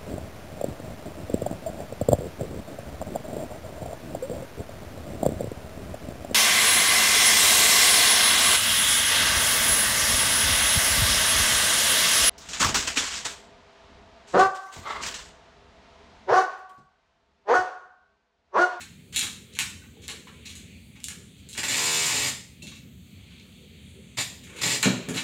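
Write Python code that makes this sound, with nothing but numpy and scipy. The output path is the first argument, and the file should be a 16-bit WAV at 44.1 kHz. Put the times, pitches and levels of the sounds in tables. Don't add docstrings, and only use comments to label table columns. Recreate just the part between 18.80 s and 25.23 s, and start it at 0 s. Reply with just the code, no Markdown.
import sys
import numpy as np
from scipy import signal
from scipy.fft import rfft, irfft, next_fast_len
from scipy.io import wavfile
from scipy.ndimage import uniform_filter1d, map_coordinates

SR = 44100
rng = np.random.default_rng(int(sys.argv[2]) if len(sys.argv) > 2 else 0)


def wrap_up_sound(samples):
    columns = np.atleast_2d(samples).T
    tamed = np.clip(columns, -1, 1)
    steps = np.round(tamed * 32767).astype(np.int16)
    wavfile.write(sys.argv[1], SR, steps)


def convert_level_to_amplitude(level_db):
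    exponent = np.asarray(level_db, float) / 20
    return 10 ** exponent


N = 283563
T = np.arange(N) / SR
SIZE = next_fast_len(N + SR)
HZ = np.maximum(np.fft.rfftfreq(SIZE, 1 / SR), 1)


def unit(x):
    return x / np.sqrt(np.mean(x ** 2))


def shape(points, rings=(), ring_db=0):
    hz, db = np.transpose(points)
    gain = convert_level_to_amplitude(np.interp(np.log(HZ), np.log(hz), db))
    lift = sum(convert_level_to_amplitude(2 * d) / (1 + (2 * (HZ - f) / w) ** 2) for f, w, d in rings)
    gain = gain * np.sqrt(1 + convert_level_to_amplitude(2 * ring_db) * lift)
    return gain / np.sqrt(np.mean(gain[(HZ > 2000) & (HZ < 5000)] ** 2))


def causal(gain):
    cep = irfft(np.log(gain + 1e-9), SIZE)
    cep[1:SIZE // 2] *= 2
    cep[SIZE // 2 + 1:] = 0
    return np.exp(rfft(cep))


def filt(x, response):
    return irfft(rfft(x, SIZE) * response, SIZE)[:N]


def low(hz):
    return 1 / np.sqrt(1 + (HZ / hz) ** 6)


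def walk(rate):
    k = int(SR / rate)
    held = np.repeat(rng.standard_normal(N // k + 1), k)
    return unit(uniform_filter1d(uniform_filter1d(held, k), k)[:N])


def claws():
    # start in seconds, peak in dB, board knock in dB, bright tick in dB
    strikes = [(0.3612, -11.5, -18.5, 2.5), (0.378, -34, -25, -13), (0.4116, -15.5, -21, -11),
               (0.428, -25, -2, 8.5), (0.461, -33, -6, -22), (0.752, -28.5, -30, -3.5),
               (0.801, -15.5, -10.5, 0), (1.287, -23, -7.5, -21), (1.2991, -29, -7, 3),
               (1.754, -36, -10.5, 6.5), (2.304, -29.5, -5.5, 0), (2.583, -52.5, -22, 7),
               (2.689, -35, -18, 6), (2.711, -41, -31.5, 6), (2.7305, -28, -39, 0.5), (2.751, -33, -3, -5),
               (2.7778, -30.5, 8.5, -25), (2.8334, -29, 6.5, 8), (2.8823, -39, -12, -7),
               (3.87, -30, -16, -2.5), (6.0313, -8.5, -3.5, -3), (6.0561, -13.5, -10, -40),
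               (6.2876, -26.5, -1.5, 5)]
    # start in seconds, peak in dB, board knock in dB, bright tick in dB
    snaps = [(0.383, -26, -9, -8), (0.393, -15, -13, 7), (0.4414, -25.5, -1, -1), (0.7374, -39, -23, 3),
             (0.7891, -8.5, -12, 0.5), (0.7943, -23.5, -6, 10), (1.2808, -24, -18, 4),
             (1.315, -26, -21, -13), (2.203, -37, -17, 0.5), (2.236, -35, -30, 2), (2.242, -19.5, -40, 6.5),
             (2.2847, -23.5, -10, 6.5), (4.5983, -38, -28, -19), (6.0287, -11.5, -13, 5),
             (6.037, -29, -17, -12)]
    # start in seconds, peak in dB, board knock in dB, bright tick in dB
    skids = [(0.0014, -29, -7, 0.5), (0.322, -31, -14, 1), (0.337, -26, -12, 0.5), (0.7227, -38, -27, -10),
             (0.7607, -40, 2, -17), (1.0298, -53, 8.5, -11), (1.215, -40, -19, 0), (1.232, -36, -12, -2),
             (1.467, -40, 0.5, -6), (1.651, -27.5, -17, -3.5), (1.6888, -31.5, -17, 0.5),
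             (1.7892, -42, -14, 2), (2.152, -41, -4, -16), (2.3286, -52, -18, -4), (2.399, -47, -7, -17),
             (3.818, -33, -31, 1), (3.9084, -35.5, -12, -26), (3.949, -37, -17, -4),
             (4.5012, -48.5, -3, -14), (5.6309, -39.5, -10, 4.5), (5.665, -46, 5, 4), (5.693, -47, 6.5, 6),
             (5.726, -45, 2, 3), (5.756, -37, 0, 5), (5.7789, -30, -7, -1), (6.335, -24, -8, -1),
             (6.352, -25.5, -4, 2), (6.3672, -17, -9, -13)]
    # frequency in Hz, level in dB per Hz
    claw_colour = [(350, -15), (600, -28.5), (894, -13), (1240, -11.5), (1660, -6.5), (1930, -6.5),
                   (2210, -0.5), (2440, -2.5), (2800, -2.5), (4050, 1), (4910, -8), (7110, 0.5),
                   (16000, -29)]
    # frequency in Hz, width in Hz, level in dB
    claw_rings = [(1620, 150, -5), (2260, 250, -2), (3000, 350, -2), (4000, 450, 0), (7100, 700, -1)]
    chatter_s, skid_s = 0.0033, 0.0095
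    near, far = np.zeros((3, N + SR)), np.zeros((3, N + SR))
    t = T[:SR // 8]
    rows = strikes + snaps + skids
    wet_db = np.repeat([4.5, -3, 0], [len(strikes), len(snaps), len(skids)])
    size = (len(rows), len(t))
    chatter = rng.standard_normal(size) * convert_level_to_amplitude(5 * rng.standard_normal(size))
    for k, ((s, db, knock_db, tick_db), grit) in enumerate(zip(rows, chatter)):
        if k < len(rows) - len(skids):
            hit = 1.15 * (t == 0) + convert_level_to_amplitude(-23) * grit * np.exp(-t / chatter_s)
        else:
            hit = convert_level_to_amplitude(-23) * grit * (t / skid_s * np.exp(1 - t / skid_s)) ** 2
        hit = convert_level_to_amplitude(db + np.array([[knock_db + 11], [0], [tick_db]])) * hit
        span = slice(int(s * SR), int(s * SR) + len(t))
        near[:, span] += hit
        far[:, span] += hit * convert_level_to_amplitude(wet_db[k] + 10)
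    colour = shape(claw_colour, claw_rings, ring_db=-1)
    bands = (low(1900), (1 - low(1900)) * low(5000), 1 - low(5000))
    air = np.sqrt(1 + (HZ / 13000) ** 4)
    direct = sum(filt(x[:N], causal(colour * air * g)) for x, g in zip(near, bands))
    roomward = sum(filt(x[:N], causal(colour * g)) for x, g in zip(far, bands))
    return convert_level_to_amplitude(17.5) * direct, convert_level_to_amplitude(11.5) * roomward


def thuds():
    # start in seconds, peak in dB, ring stretch as a factor
    landings = [
        (2.765, -53, 0.83),
        (3.828, -39, 1.3),
        (5.39, -46.5, 5.4),
        (5.839, -53, 1.2),
        (5.858, -25, 0.85),
        (6.057, -10.5, 0.99),
        (6.073, -18.5, 1.5),
        (6.284, -23, 1.4),
        (6.357, -22.5, 0.31),
    ]
    # frequency in Hz, level in dB, T60 in seconds
    boards = [(124, 1, .35), (165, 3, .25), (186, -1, .2), (250, -1, .22), (330, -12, .18), (431, -14, .18)]
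    out, t = np.zeros(N + SR), T[:SR // 2]
    chance = rng.standard_normal((len(landings), len(boards), 2))
    floor_band = signal.butter(2, [115, 450], "band", fs=SR, output="sos")
    shudder = unit(signal.sosfilt(floor_band, rng.standard_normal((len(landings), len(t)))))
    for (s, db, stretch), spot, body in zip(landings, chance, shudder):
        longer = max(stretch, .2)
        sound = convert_level_to_amplitude(-3.5) * body * convert_level_to_amplitude(-60 * t / (0.32 * longer)) * np.clip(t / 0.0047, 0, 1)
        for (hz, mode_db, t60), (detune, scatter) in zip(boards, spot):
            ring = np.sin(2 * np.pi * hz * (1 + .01 * detune) * t) * convert_level_to_amplitude(-60 * t / (t60 * longer))
            sound = sound + convert_level_to_amplitude(mode_db - 3 + scatter) * ring
        out[int(s * SR):int(s * SR) + len(t)] += convert_level_to_amplitude(db - 3.5) * sound
    return filt(out[:N], causal(1 - low(100)))


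def toy():
    # frequency in Hz, level in dB per Hz
    toy_colour = [(71, -51), (120, 8), (192, -17.5), (260, 1), (326, -6.5), (665, -5), (737, -7.5),
                  (922, -3), (1600, -7.5), (1900, 2.5), (3000, -5), (4100, -5.5), (5010, -9), (6020, -9.5),
                  (7230, -4), (9820, -17.5), (15700, -28.5)]
    # frequency in Hz, width in Hz, lift in dB
    toy_rings = [(1840, 110, -6), (2280, 70, -5), (2610, 30, -4), (2910, 50, -4), (3590, 150, -3),
                 (4110, 80, -2), (4430, 60, -4), (4960, 220, -2), (5700, 190, -6), (6380, 93, -4),
                 (7170, 73, 2), (7430, 80, -3), (8430, 150, 0), (9700, 150, -5), (10500, 120, -4),
                 (11500, 130, 2), (13800, 250, 0), (14700, 120, -2)]
    # multiple of the shaft rate, level in dB
    harmonics = [(1, -15), (2, -7), (3, -5), (4, -7), (5, -5), (6, 0), (7, -11), (8, -11), (9, -7),
                 (10, -8), (11, -7), (12, 0), (13, -1), (14, -5), (15, -8), (16, -6), (17, -8), (18, -7),
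                 (19, -5), (20, -6), (21, -8), (22, -5)]
    speed, level, growl_db = drive()
    turns = np.cumsum(speed * (1 + .001 * walk(30))) / SR
    teeth = irfft(np.exp(2j * np.pi * rng.random(281)))
    pattern = unit(map_coordinates(teeth, [turns % 1 * len(teeth)], order=3, mode="grid-wrap"))
    hum = sum(convert_level_to_amplitude(db + 2 * walk(rate=12)) * np.sin(2 * np.pi * (k * turns + p))
              for (k, db), p in zip(harmonics, rng.random(len(harmonics))))
    # the gears mesh evenly only near full speed, in turns per s
    steady = np.clip((speed - 76.7) / 1.4, .05, .95)
    rattle = unit(rng.standard_normal(N) * convert_level_to_amplitude(2.1 * walk(600)))
    repeat = .9 * low(4000)
    colour = shape(toy_colour, toy_rings, ring_db=7.5)
    clatter = filt(np.sqrt(steady) * pattern + np.sqrt(1 - steady) * rattle, np.sqrt(repeat))
    clatter += filt(rattle[::-1], np.sqrt(1 - repeat))
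    whine = unit(filt(clatter, colour * (1 - low(1750))))
    growl = np.sqrt(1 - steady) * unit(filt(rattle, colour * low(1440)))
    low_level = level * convert_level_to_amplitude(growl_db + 5.5)
    return level * whine, low_level * np.sqrt(steady) * unit(hum), low_level * growl


def drive():
    # start in seconds, stop in seconds, level in dB at full speed, growl in dB below 1.5 kHz
    runs = [
        (2.767, 3.49, -22, -15),
        (5.369, 5.41, -22.5, -16),
        (5.81, 5.951, -22.5, -14.5),
        (6.353, 6.407, -33, -14),
    ]
    # fastest moment in seconds, top speed in turns per second
    speeds = [(3.143, 79.2), (5.39, 69), (5.8, 76), (6.38, 70)]
    # time in seconds, extra level in dB, slip in dB
    catches = [
        (2.778, 2, -6),
        (2.832, 2, -29),
        (2.882, -3, -13),
        (5.384, 0.5, -2),
        (5.834, 10.5, -4),
    ]
    start_s, stop_s, slip_s, catch_s = 0.0091, 0.02466, 0.02, 0.004
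    speed, level, growl_db = np.zeros(N), np.zeros(N), np.zeros(N)
    for (start, stop, db, rel_db), (fastest, top) in zip(runs, speeds):
        on = np.clip((T - start) / start_s, 0, 1) * np.clip((stop - T) / stop_s + 1, 0, 1)
        sag = 82 * (T - fastest) ** 2 * (on > 0)
        speed += (on > 0) * top - sag
        level += on * convert_level_to_amplitude(db - 0.21 * sag)
        growl_db += (on > 0) * rel_db
    catch_db = 0
    for s, db, slip_db in catches:
        away = np.abs(T - s)
        catch_db = catch_db + np.where(T > s, db * np.exp(-away / catch_s), slip_db * np.exp(-away / slip_s))
    return speed, level * convert_level_to_amplitude(catch_db), growl_db


def tag():
    # start in seconds, peak in dB
    jingles = [
        (3.82, -42),
        (3.871, -52),
        (3.911, -56),
        (3.961, -58),
    ]
    # frequency in Hz, level in dB, T60 in seconds
    tag_modes = [(2680, 0, .3), (2715, -6, .25), (4020, -2, .15), (3750, -7, .12)]
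    # start in seconds, peak in dB, frequency in Hz, T60 in seconds
    knocks = [
        (1.018, -47, 1520, .08),
        (1.168, -52, 800, .08),
        (1.47, -40, 1014, 0.048),
        (1.491, -44, 1340, 0.052),
        (3.92, -48, 1140, 0.069),
    ]
    notes = [(s, db + d, hz, t60) for s, db in jingles for hz, d, t60 in tag_modes] + knocks
    out = np.zeros(N)
    for s, db, hz, t60 in notes:
        attack = np.clip((T - s) / 0.002, 0, 1)
        out += convert_level_to_amplitude(db - 60 * np.abs(T - s) / t60) * attack * np.sin(2 * np.pi * hz * (T - s))
    return out


def groan():
    # time in seconds, groan in dB
    weight = [(0.1, -73), (0.45, -58), (0.85, -68.5), (1.15, -63.5), (1.32, -51), (1.6, -58), (2.15, -77),
              (2.4, -57.5), (2.6, -71), (3.58, -57), (3.75, -69), (4.25, -75), (4.8, -62), (5.3, -61),
              (5.6, -65), (5.75, -49.5), (6.3, -69)]
    murmur = filt(rng.standard_normal(N), np.exp(-(np.log2(HZ / 408) / 0.45) ** 2))
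    return unit(murmur) * convert_level_to_amplitude(np.interp(T, *np.transpose(weight)) + 3.5 * walk(rate=14))


def house():
    # frequency in Hz, level in dB per Hz
    rumble_colour = [(12, -61), (20, -31), (48, -26), (50, -15), (58, -5), (81, 1), (107, -7), (223, -5),
                     (313, -19), (422, -24), (462, -30), (505, -27), (650, -35), (700, -32), (910, -62),
                     (1540, -120)]
    # frequency in Hz, level in dB per Hz
    rustle_colour = [(450, -41), (600, -19), (1200, -18.5), (1700, -6.5), (2200, 4.5), (3500, 3),
                     (4500, -2), (5000, -17.5), (5600, -15), (6300, -5), (8000, -2.5), (11500, -13.5),
                     (15500, -11)]
    # time in seconds, rustle in dB
    restless = [(0.15, -60), (0.62, -63), (0.72, -58), (1.0, -70), (1.22, -57), (1.42, -62), (1.6, -55.5),
                (1.986, -58), (2.46, -59.5), (2.68, -57), (4.186, -60.5), (4.582, -56), (4.968, -57),
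                (5.36, -58), (5.736, -57), (5.8, -42), (6.28, -48)]
    rustle_db = np.interp(T, *np.transpose(restless))
    rumble = unit(filt(rng.standard_normal(N), shape(rumble_colour))) * convert_level_to_amplitude(-47.5 + walk(rate=10))
    colour = shape(rustle_colour)
    bands = []
    for hz in 600 * 2 ** np.arange(0, 5, .5):
        band = filt(rng.standard_normal(N), colour * np.exp(-(np.log2(HZ / hz) * 3) ** 2))
        bands.append(band * convert_level_to_amplitude(2.1 * walk(rate=8)))
    soft = unit(sum(bands[:3])) * convert_level_to_amplitude(-74 + 1.37 * (rustle_db + 60))
    rustle = unit(sum(bands[3:7])) * convert_level_to_amplitude(rustle_db + 1)
    hiss = unit(sum(bands[7:])) * convert_level_to_amplitude(-63)
    return rumble + soft + rustle + hiss


def room():
    # frequency in Hz, T60 in seconds
    decay = [(300, 0.63), (1500, 0.5), (5000, 0.51), (12000, 0.47)]
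    t = T[:SR * 3 // 4]
    spikes = convert_level_to_amplitude(4 * np.minimum(rng.exponential(size=len(t)), 5) * np.exp(-t / .07))
    noise = rng.standard_normal(len(t)) * spikes * np.clip((t - .001) / .004, 0, 1)
    hz, t60 = np.transpose(decay)
    spectrum, tail = rfft(noise, SIZE), 0
    for k in range(len(hz)):
        share = np.interp(np.log(HZ), np.log(hz), np.arange(len(hz)) == k)
        tail = tail + irfft(spectrum * share, SIZE)[:len(t)] * convert_level_to_amplitude(-60 * t / t60[k])
    return rfft(tail / np.sqrt(np.sum(tail ** 2)), SIZE)


def scene():
    walls = room()
    near, far = claws()
    whine, hum, growl = toy()
    pads, chink = thuds(), tag()
    roomward = far + convert_level_to_amplitude(-3) * whine + convert_level_to_amplitude(-15) * hum + convert_level_to_amplitude(-6.5) * growl
    roomward = roomward + convert_level_to_amplitude(-10) * pads + convert_level_to_amplitude(-6) * chink
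    echo = filt(roomward, walls)
    direct = near + convert_level_to_amplitude(-4) * whine + convert_level_to_amplitude(-1.5) * hum + convert_level_to_amplitude(-3.5) * growl + convert_level_to_amplitude(-1.5) * pads + chink
    return (direct + echo + house() + groan())[None]


def roll_off(x):
    return signal.sosfilt(signal.butter(12, 17000, fs=SR, output="sos"), x)


def record(dry):
    edges = (.5 + .5 * (1 - low(52))) / np.sqrt(1 + (HZ / 15850) ** 120)
    heard = filt(np.tanh(1.163 * dry[0]) / 1.452, edges)[None]
    return roll_off(heard)


dry = scene()
out = record(dry)
wrap_up_sound(out)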